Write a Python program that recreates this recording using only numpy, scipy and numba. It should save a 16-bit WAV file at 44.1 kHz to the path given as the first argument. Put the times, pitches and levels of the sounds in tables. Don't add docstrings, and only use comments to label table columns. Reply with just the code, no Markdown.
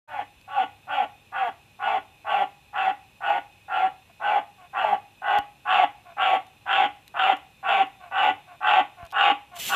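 import sys
import numpy as np
from scipy import signal
from scipy.fft import rfft, irfft
from scipy.io import wavfile
from scipy.ndimage import uniform_filter1d
from numba import njit

SR = 44100
rng = np.random.default_rng(int(sys.argv[2]) if len(sys.argv) > 2 else 0)


def dump_mix(stems):
    frames = np.atleast_2d(stems).T
    limited = np.clip(frames, -1, 1)
    pcm = np.round(limited * 32767).astype(np.int16)
    wavfile.write(sys.argv[1], SR, pcm)


N = 429975
CLOCK = np.arange(N) / SR

# (per Hz, relative)
ROOM_OUTLINE = [(15, -26.5), (25, -5), (105, -2), (451, -12.5), (558, -12), (808, -14.5), (1000, -12),
                (1300, -18), (1890, -16), (2280, -21), (2530, -4.5), (3210, -17), (3480, -13.5),
                (4540, -25), (14200, -27)]
ROOM_DB = -58.5
# pitch_hz, width_hz, level_db
HUM_LINES = [(67, 12, -76.5), (101.05, 4, -69.5), (137.7, 13, -72), (822, 26, -70), (2230, 15, -76.5),
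             (2400, 23, -74), (2514, 28, -66), (2730, 200, -84), (3600, 22, -73), (4069, 50, -77.5)]
# time_s, level_db
RUSTLE_LEVELS = [(9.54, -64), (9.565, -40.5), (9.582, -44.5), (9.598, -32.5), (9.65, -32.5), (9.69, -27.5),
                 (9.72, -35), (9.75, -34.5)]
# pitch_hz, level_db (relative)
RUSTLE_OUTLINE = [(300, -3), (1500, -4.5), (3000, 12.5), (5000, -2), (7400, 2.5), (10000, -5),
                  (12000, -0.5), (14000, 1.5)]
# start_s, peak_db
TICK_EVENTS = [(.413, -47), (3.524, -52.5), (5.386, -29), (6.467, -45.5), (7.079, -32.5), (7.368, -41),
               (7.869, -49), (9.052, -38.5), (9.065, -42), (9.106, -39), (9.113, -35.5), (9.122, -36)]
# pitch_hz, level_db (relative)
TICK_OUTLINE = [(200, -21.5), (1500, -7.5), (3000, 8.5), (6000, -4), (10000, -7), (13000, -6.5)]
# start_s, pitch_hz, level_db, t60_s
HAND_BUMPS = [(.365, 70, -49, 0.085), (5.388, 75, -22, 0.0115), (9.03, 71.6, -25.5, 0.019)]

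# pitch_hz, width_hz, peak_db (relative to the direct sound)
TANK_MODES = [(290.2, 35, 0.5), (770.2, 34.3, 13.5), (820.2, 16.2, 15), (906, 59, 1.5), (1117.7, 73, 4.5),
              (1133, 18, 10.5), (1377.8, 33, 10), (1457.2, 24, 17), (1529.5, 24, 16.5), (1662, 62, 7),
              (1730, 100, -3.5), (1800, 10, -20), (2500, 30, -15.5), (2661, 29, 12), (2839.5, 100, 4.5),
              (2926, 24, 13.5), (3184, 110, 3), (3255, 81, -0.5), (3880, 24, -4), (3690, 15, 2.5)]
# pitch_hz, level_db (relative)
CHEST_OUTLINE = [(110, -38.5), (190, -6), (280, -0.5), (400, 6), (560, 6.5), (680, -18.5), (900, -44.5)]
SAC_OUTLINE = [(300, -63.5), (520, -18), (650, -3.5), (770, 5), (860, 2.5), (1000, -13.5), (1300, -54.5)]
THROAT_OUTLINE = [(700, -50.5), (950, 5), (1150, 5.5), (1430, 4), (1700, -1.5), (2000, 2.5), (2500, -60)]
RASP_OUTLINE = [(1500, -30), (2000, 3), (2400, 7.5), (2800, 5.5), (3200, -3.5), (3600, -3), (3800, -17.5),
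                (4050, -35), (5000, -53.5), (14000, -77.5)]
# pitch_hz, level_db (relative)
EDGE_OUTLINE = [(2500, -21), (3400, 4), (4250, -3), (4600, -7.5), (5000, -14.5), (6200, -19), (8000, -22),
                (10000, -39), (14000, -20)]
# start_s, length_s, pitch_hz, level_db
PEEP_EVENTS = [(4.09, 0.0293, 343, -55.5), (4.572, .11, 362.4, -48.5), (6.039, 0.11, 347.5, -46.5),
               (7.992, .11, 358, -43.5), (8.461, 0.11, 356, -46), (8.963, 0.12, 346.9, -42),
               (9.51, 0.1, 350.5, -41.5)]
# pitch_hz, level_db (relative)
PEEP_OUTLINE = [(360, -25.5), (680, 3), (820, -11), (1050, -3.5), (1400, -15), (1900, -17.5), (2300, -7.5),
                (4000, -40)]
PEEP_ROUGHNESS = 0.16

# start_s, length_s, swell_s, middle_pitch_hz, late_pitch_hz, roughness (about 0.3-1.2),
# sac_db, then throat_db, rasp_db and chest_db (relative to the sac)
CROAK_EVENTS = [(0.06, 0.175, 0.066, 289.2, 225.0, 0.295, -33.5, -5, -4.5, -19.5),
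                (0.471, 0.18, 0.078, 276.6, 237.6, 0.36, -26.5, -4.5, -3.5, -20),
                (0.866, 0.19, 0.037, 282.8, 229.6, 0.41, -27.5, -6.5, -7, -20),
                (1.313, 0.19, 0.035, 258.8, 227, 0.39, -28.5, -4.3, -9.5, -19.5),
                (1.784, 0.21, 0.041, 223.6, 215.9, 0.52, -25.5, -6.5, -9, -22),
                (2.24, 0.21, 0.041, 204.4, 198.0, 0.55, -24.5, -7.5, -8.5, -22),
                (2.724, 0.2, 0.037, 191.5, 192.3, 0.81, -25, -6.5, -8, -24.5),
                (3.199, 0.1986, 0.039, 165.6, 187.4, 0.48, -26, -5.5, -8.2, -22),
                (3.675, 0.21, 0.042, 173.8, 193.6, 0.39, -24.5, -6.7, -10.5, -22.5),
                (4.193, 0.21, 0.044, 210.5, 198.0, 0.63, -23.5, -7.0, -10.5, -22),
                (4.725, 0.24, 0.0303, 215.8, 199.2, 0.61, -26, -6.0, -10.5, -20),
                (5.21, 0.19, 0.058, 197.7, 212.0, 0.81, -21.6, -4.5, -8.5, -23.5),
                (5.645, 0.212, 0.0425, 205.0, 179.7, 0.66, -21.5, -3.5, -4.6, -24),
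                (6.161, 0.22, 0.034, 208.2, 163.9, 0.68, -22.0, -6, -6.5, -22),
                (6.652, 0.22, 0.041, 188.4, 171.9, 1.0, -23.5, -3, -2.5, -20.0),
                (7.135, 0.21, 0.0464, 204.9, 195.0, 0.89, -22.5, -3, -3, -21.5),
                (7.622, 0.22, 0.044, 206.5, 194.6, 0.92, -21.5, -6, -5, -22),
                (8.1, 0.22, 0.058, 186.2, 136.0, 1.16, -21.5, -4.5, -3.5, -21.5),
                (8.601, 0.22, 0.05, 200.8, 187.4, 1.09, -20, -3.5, -4.5, -24),
                (9.119, 0.21, 0.052, 190.7, 160.9, 1.05, -21, -1, -0.5, -20.5),
                (9.682, 0.21, 0.0445, 194.6, 170.0, 0.83, -22, -1.5, 0.5, -16)]
OPENING_PITCH, CLOSING_PITCH = 1.07, .8
THUD_DB = -5
# centre_s, half_width_s, lift_db (of the sac)
BOOM_EVENTS = [(0.15, 0.018, 5.5), (0.196, 0.0097, 8), (0.591, 0.0387, 9.5), (1, 0.0298, 7),
               (1.428, 0.0335, 7), (1.881, 0.011, 5), (1.952, 0.009, 4), (2.345, 0.023, 4.5),
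               (2.42, 0.01, 6.6), (2.879, 0.011, 7), (3.305, 0.027, 6.5), (3.843, 0.029, 4.5),
               (4.366, 0.0074, 5), (4.848, 0.007, 9.5), (4.932, 0.014, 7.5), (5.8, 0.0064, 7.5),
               (5.84, 0.01, 9.5), (6.337, 0.0094, 5.4), (6.804, 0.038, 4.5), (7.3, 0.0054, 10),
               (7.814, 0.0172, 6), (8.785, 0.0168, 3.5), (9.303, 0.0052, 4.5)]
BOOM_BEAT = 0.97
# onset_s, rise_db, rise_time (multiple of swell_s),
# drift_db (over the croak), ahead_s (release before the closing), tail_db
SAC_ANSWER = (0.01, 17, 1.0, 4.5, 0.0219, -24.5)
THROAT_ANSWER = (0.015, 24.5, 0.79, -13.5, 0.01, -22)
RASP_ANSWER = (0.0273, 32, 1.1936, -13.5, 0.0129, -16)
RELEASE_T60_S, TAIL_T60_S = 0.12, 0.41

TOP_HZ = 14350


def undb(db):
    return 10 ** (np.asarray(db) / 20)


def unit(x):
    return x / np.sqrt(np.mean(x ** 2) + 1e-20)


def decay(t, t60):
    return np.exp(-np.log(1000) * t / t60)


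def ring(x, response):
    return signal.fftconvolve(x, response)[:len(x)]


def colour(x, points, size=2048):
    hz, db = np.transpose(points)
    grid = np.maximum(np.arange(size // 2 + 1) * SR / size, 1)
    outline_db = np.interp(np.log(grid), np.log(hz), db)
    cepstrum = irfft(np.log(undb(outline_db)))
    cepstrum[1:size // 2] *= 2
    cepstrum[size // 2 + 1:] = 0
    return ring(x, irfft(np.exp(rfft(cepstrum))))


def steady(x, seconds):
    width = max(int(seconds * SR), 2)
    power = uniform_filter1d(uniform_filter1d(x ** 2, width), width)
    return x / np.sqrt(np.abs(power) + 1e-7 * np.mean(x ** 2))


@njit
def resonance(x, hz, width):
    y, band, low = np.empty(len(x)), 0., 0.
    for i in range(len(x)):
        g, k = np.tan(np.pi * hz[i] / SR), width / hz[i]
        v = (band + g * (x[i] + 1e-18 - low)) / (1 + g * (g + k))
        band, low, y[i] = 2 * v - band, low + 2 * g * v, k * v
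    return y


def add(track, start, sound):
    i = int(np.clip(start * SR, 0, N - 1))
    track[i:i + len(sound)] += sound[:N - i]


def wide_noise(points, side_db):
    mid, side = (colour(rng.standard_normal(N), points) for _ in range(2))
    treble = signal.butter(14, 5000, "high", fs=SR, output="sos")
    side = signal.sosfilt(treble, side)
    return (mid + undb(side_db) * np.outer([1, -1], side)) / np.std(mid)


def room_tone():
    grid = np.arange(N // 2 + 1) * SR / N
    power = np.zeros(len(grid))
    for hz, width, db in HUM_LINES:
        power += undb(db) ** 2 / width * np.exp(-np.pi * ((grid - hz) / width) ** 2)
    hum = irfft(rfft(rng.standard_normal(N)) * np.sqrt(power * SR / 2), N)
    return hum + undb(ROOM_DB) * wide_noise(ROOM_OUTLINE, side_db=-8.5)


def rustle(grain_db=1.0):
    s, db = np.transpose(RUSTLE_LEVELS)
    catch = unit(uniform_filter1d(rng.standard_normal(N), size=90))
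    hiss = wide_noise(RUSTLE_OUTLINE, side_db=-5)
    level = undb(np.interp(CLOCK, s, db) + grain_db * catch)
    return hiss * level * (CLOCK > s[0])


def handling():
    out, t = np.zeros(N), CLOCK[:SR // 6]
    for start, db in TICK_EVENTS:
        tick = colour(rng.standard_normal(len(t)) * decay(t, 0.015), TICK_OUTLINE)
        add(out, start, undb(db) * tick / np.abs(tick).max())
    for start, hz, db, t60 in HAND_BUMPS:
        add(out, start, undb(db) * np.sin(2 * np.pi * hz * t) * decay(t, t60))
    return out


def reflections(t60, db):
    t = CLOCK[:SR // 2]
    echoes = rng.standard_normal(len(t)) * decay(t, t60) * (1 - np.exp(-t / 0.0021))
    return undb(db) * unit(echoes) / np.sqrt(len(t))


def tank_response():
    t = CLOCK[:SR // 2]
    response = np.zeros(len(t))
    for hz, width, db in TANK_MODES:
        strength = undb(db) * 2 * np.pi * width / SR
        response += strength * np.exp(-np.pi * width * t) * np.cos(2 * np.pi * hz * t)
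    response[0] += 1
    return response


def larynx(progress, hz, ragged, jitter, shimmer_db, air):
    cycles = np.cumsum(hz) / SR
    at = np.flatnonzero(np.diff(np.floor(cycles)) > 0)
    chance = rng.standard_normal((256, 2))[:len(at)]
    shift = jitter * ragged[at] * chance[:, 0] * SR / hz[at]
    moved = np.clip(at + shift, 0, len(hz) - 1).astype(int)
    pulses = np.zeros(len(hz))
    pulses[moved] = undb(shimmer_db * ragged[at] * chance[:, 1])
    hiss = air * ragged * np.exp(-(cycles % 1) / .5) * rng.standard_normal(len(hz))
    closing = np.clip((1 - progress) / 0.079, 0, 1)
    return (pulses + hiss) * closing


def peep(length, hz, db, tank, fall=0.098):
    progress = np.minimum(CLOCK[:SR // 4] / length, 1)
    ragged = np.full(len(progress), PEEP_ROUGHNESS)
    sinking_hz = hz * (1 + fall * (.5 - progress))
    pulses = larynx(progress, sinking_hz, ragged, jitter=.25, shimmer_db=18, air=.1)
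    voice = steady(ring(colour(pulses, PEEP_OUTLINE), tank), seconds=.03)
    return undb(db) * voice * np.sin(np.pi * progress)


def thud(since):
    since = np.maximum(since, 0)
    tone = np.sin(2 * np.pi * TANK_MODES[0][0] * since)
    return tone * (1 - np.exp(-since / 0.0026)) * decay(since, 0.0942)


def boom(t):
    db = 0
    for s, half_width, lift_db in BOOM_EVENTS:
        away = ((t - s) / half_width) ** 2
        db = db + lift_db * (1 - BOOM_BEAT * away) * np.exp(-away)
    return undb(db)


def push(since, length, swell, answer, curve=1.69):
    onset, rise_db, rise_time, drift_db, ahead, tail_db = answer
    rise = -rise_db * np.exp(-(since / (swell * rise_time)) ** curve)
    drift = drift_db * (np.minimum(since / length, 1) - .5)
    released = np.maximum(since - length + ahead, 0)
    release = decay(released, RELEASE_T60_S) + undb(tail_db) * decay(released, TAIL_T60_S)
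    return undb(rise + drift) * release * np.minimum(since / onset, 1) ** 1.3


def throat_resonances(pulses, progress, tension):
    middle_hz = np.interp(progress, [0, .28, .6], [950, 1480, 1150])
    upper_hz = tension * np.interp(progress, [.1, .3, .55, .8], [2330, 3200, 2686, 1910])
    late_hz = np.interp(progress, [.6, 1], [3500, 2950])
    whistle_hz = np.interp(progress, [.25, .65], [7500, 6750])
    nasal = .85 * pulses + resonance(pulses, middle_hz, 350.)
    bright = .4 * pulses + resonance(pulses, upper_hz, 450.)
    bright = bright + np.clip(progress, 0, 1) * resonance(pulses, late_hz, 500.0)
    whistle = resonance(pulses, whistle_hz, 400.)
    overtone = resonance(whistle, np.full(len(pulses), 7250.), 1000.)
    return nasal, bright, overtone


def croak(row, tank, edge_db=-25, overtone_db=-38, tighten=0.0055):
    start, length, swell, middle_hz, late_hz, rough, sac_db, throat_db, rasp_db, chest_db = row
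    since = CLOCK[:SR // 2]
    progress = since / length
    pitches = [OPENING_PITCH * middle_hz, middle_hz, late_hz, CLOSING_PITCH * late_hz]
    hz = np.interp(progress, [0, .5, .86, 1], pitches)
    ragged = rough * np.interp(progress, [0, .4, .8], [1.5, .95, .42])
    pulses = larynx(progress, hz, ragged, jitter=.11, shimmer_db=4.5, air=.045)
    tension = 1 + tighten * (sac_db + rasp_db + 26.5)
    rasp_outline = [(f * tension, db) for f, db in RASP_OUTLINE]
    nasal, bright, overtone = throat_resonances(pulses, progress, tension)
    sac = undb(sac_db) * push(since, length, swell, SAC_ANSWER)
    throat = undb(sac_db + throat_db) * push(since, length, swell, THROAT_ANSWER)
    rasp = undb(sac_db + rasp_db) * push(since, length, swell, RASP_ANSWER)
    chest = sac * undb(chest_db + np.interp(progress, [.45, .9], [-3, 2.5]))
    parts = [(colour(pulses, CHEST_OUTLINE), chest),
             (colour(pulses, SAC_OUTLINE), sac * boom(start + since)),
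             (colour(nasal, THROAT_OUTLINE), throat),
             (colour(bright, rasp_outline), rasp),
             (overtone, rasp * undb(overtone_db))]
    early_glass = ring(reflections(t60=0.077, db=0), tank)
    glass = tank + early_glass + reflections(t60=0.35, db=-3.0)
    body = sum(gain * steady(ring(source, glass), seconds=0.0177) for source, gain in parts)
    near_walls = reflections(t60=.04, db=-3)
    edge = steady(colour(pulses + ring(pulses, near_walls), EDGE_OUTLINE), seconds=0.022)
    edge = edge * undb(edge_db) * np.sqrt(rasp * throat) * np.clip(progress / 0.51, 0, 1)
    closing_thud = undb(sac_db + rasp_db + THUD_DB) * thud(since - length + .014)
    return body + edge + closing_thud


def frog():
    out, tank = np.zeros(N), tank_response()
    for row in CROAK_EVENTS:
        add(out, row[0], croak(row, tank))
    for start, length, hz, db in PEEP_EVENTS:
        add(out, start, peep(length, hz, db, tank))
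    room = reflections(t60=.38, db=-19)
    return out + ring(out, room)


def scene():
    return room_tone() + rustle() + handling() + frog()


def record(dry):
    opening = np.clip((CLOCK - .075) / .015, 0, 1)
    rumble_cut = signal.butter(3, 42, "high", fs=SR, output="sos")
    top_cut = signal.ellip(10, .2, 70, TOP_HZ, fs=SR, output="sos")
    thin = signal.sosfilt(rumble_cut, dry * opening)
    return signal.sosfilt(top_cut, thin)


dry = scene()
out = record(dry)
dump_mix(out)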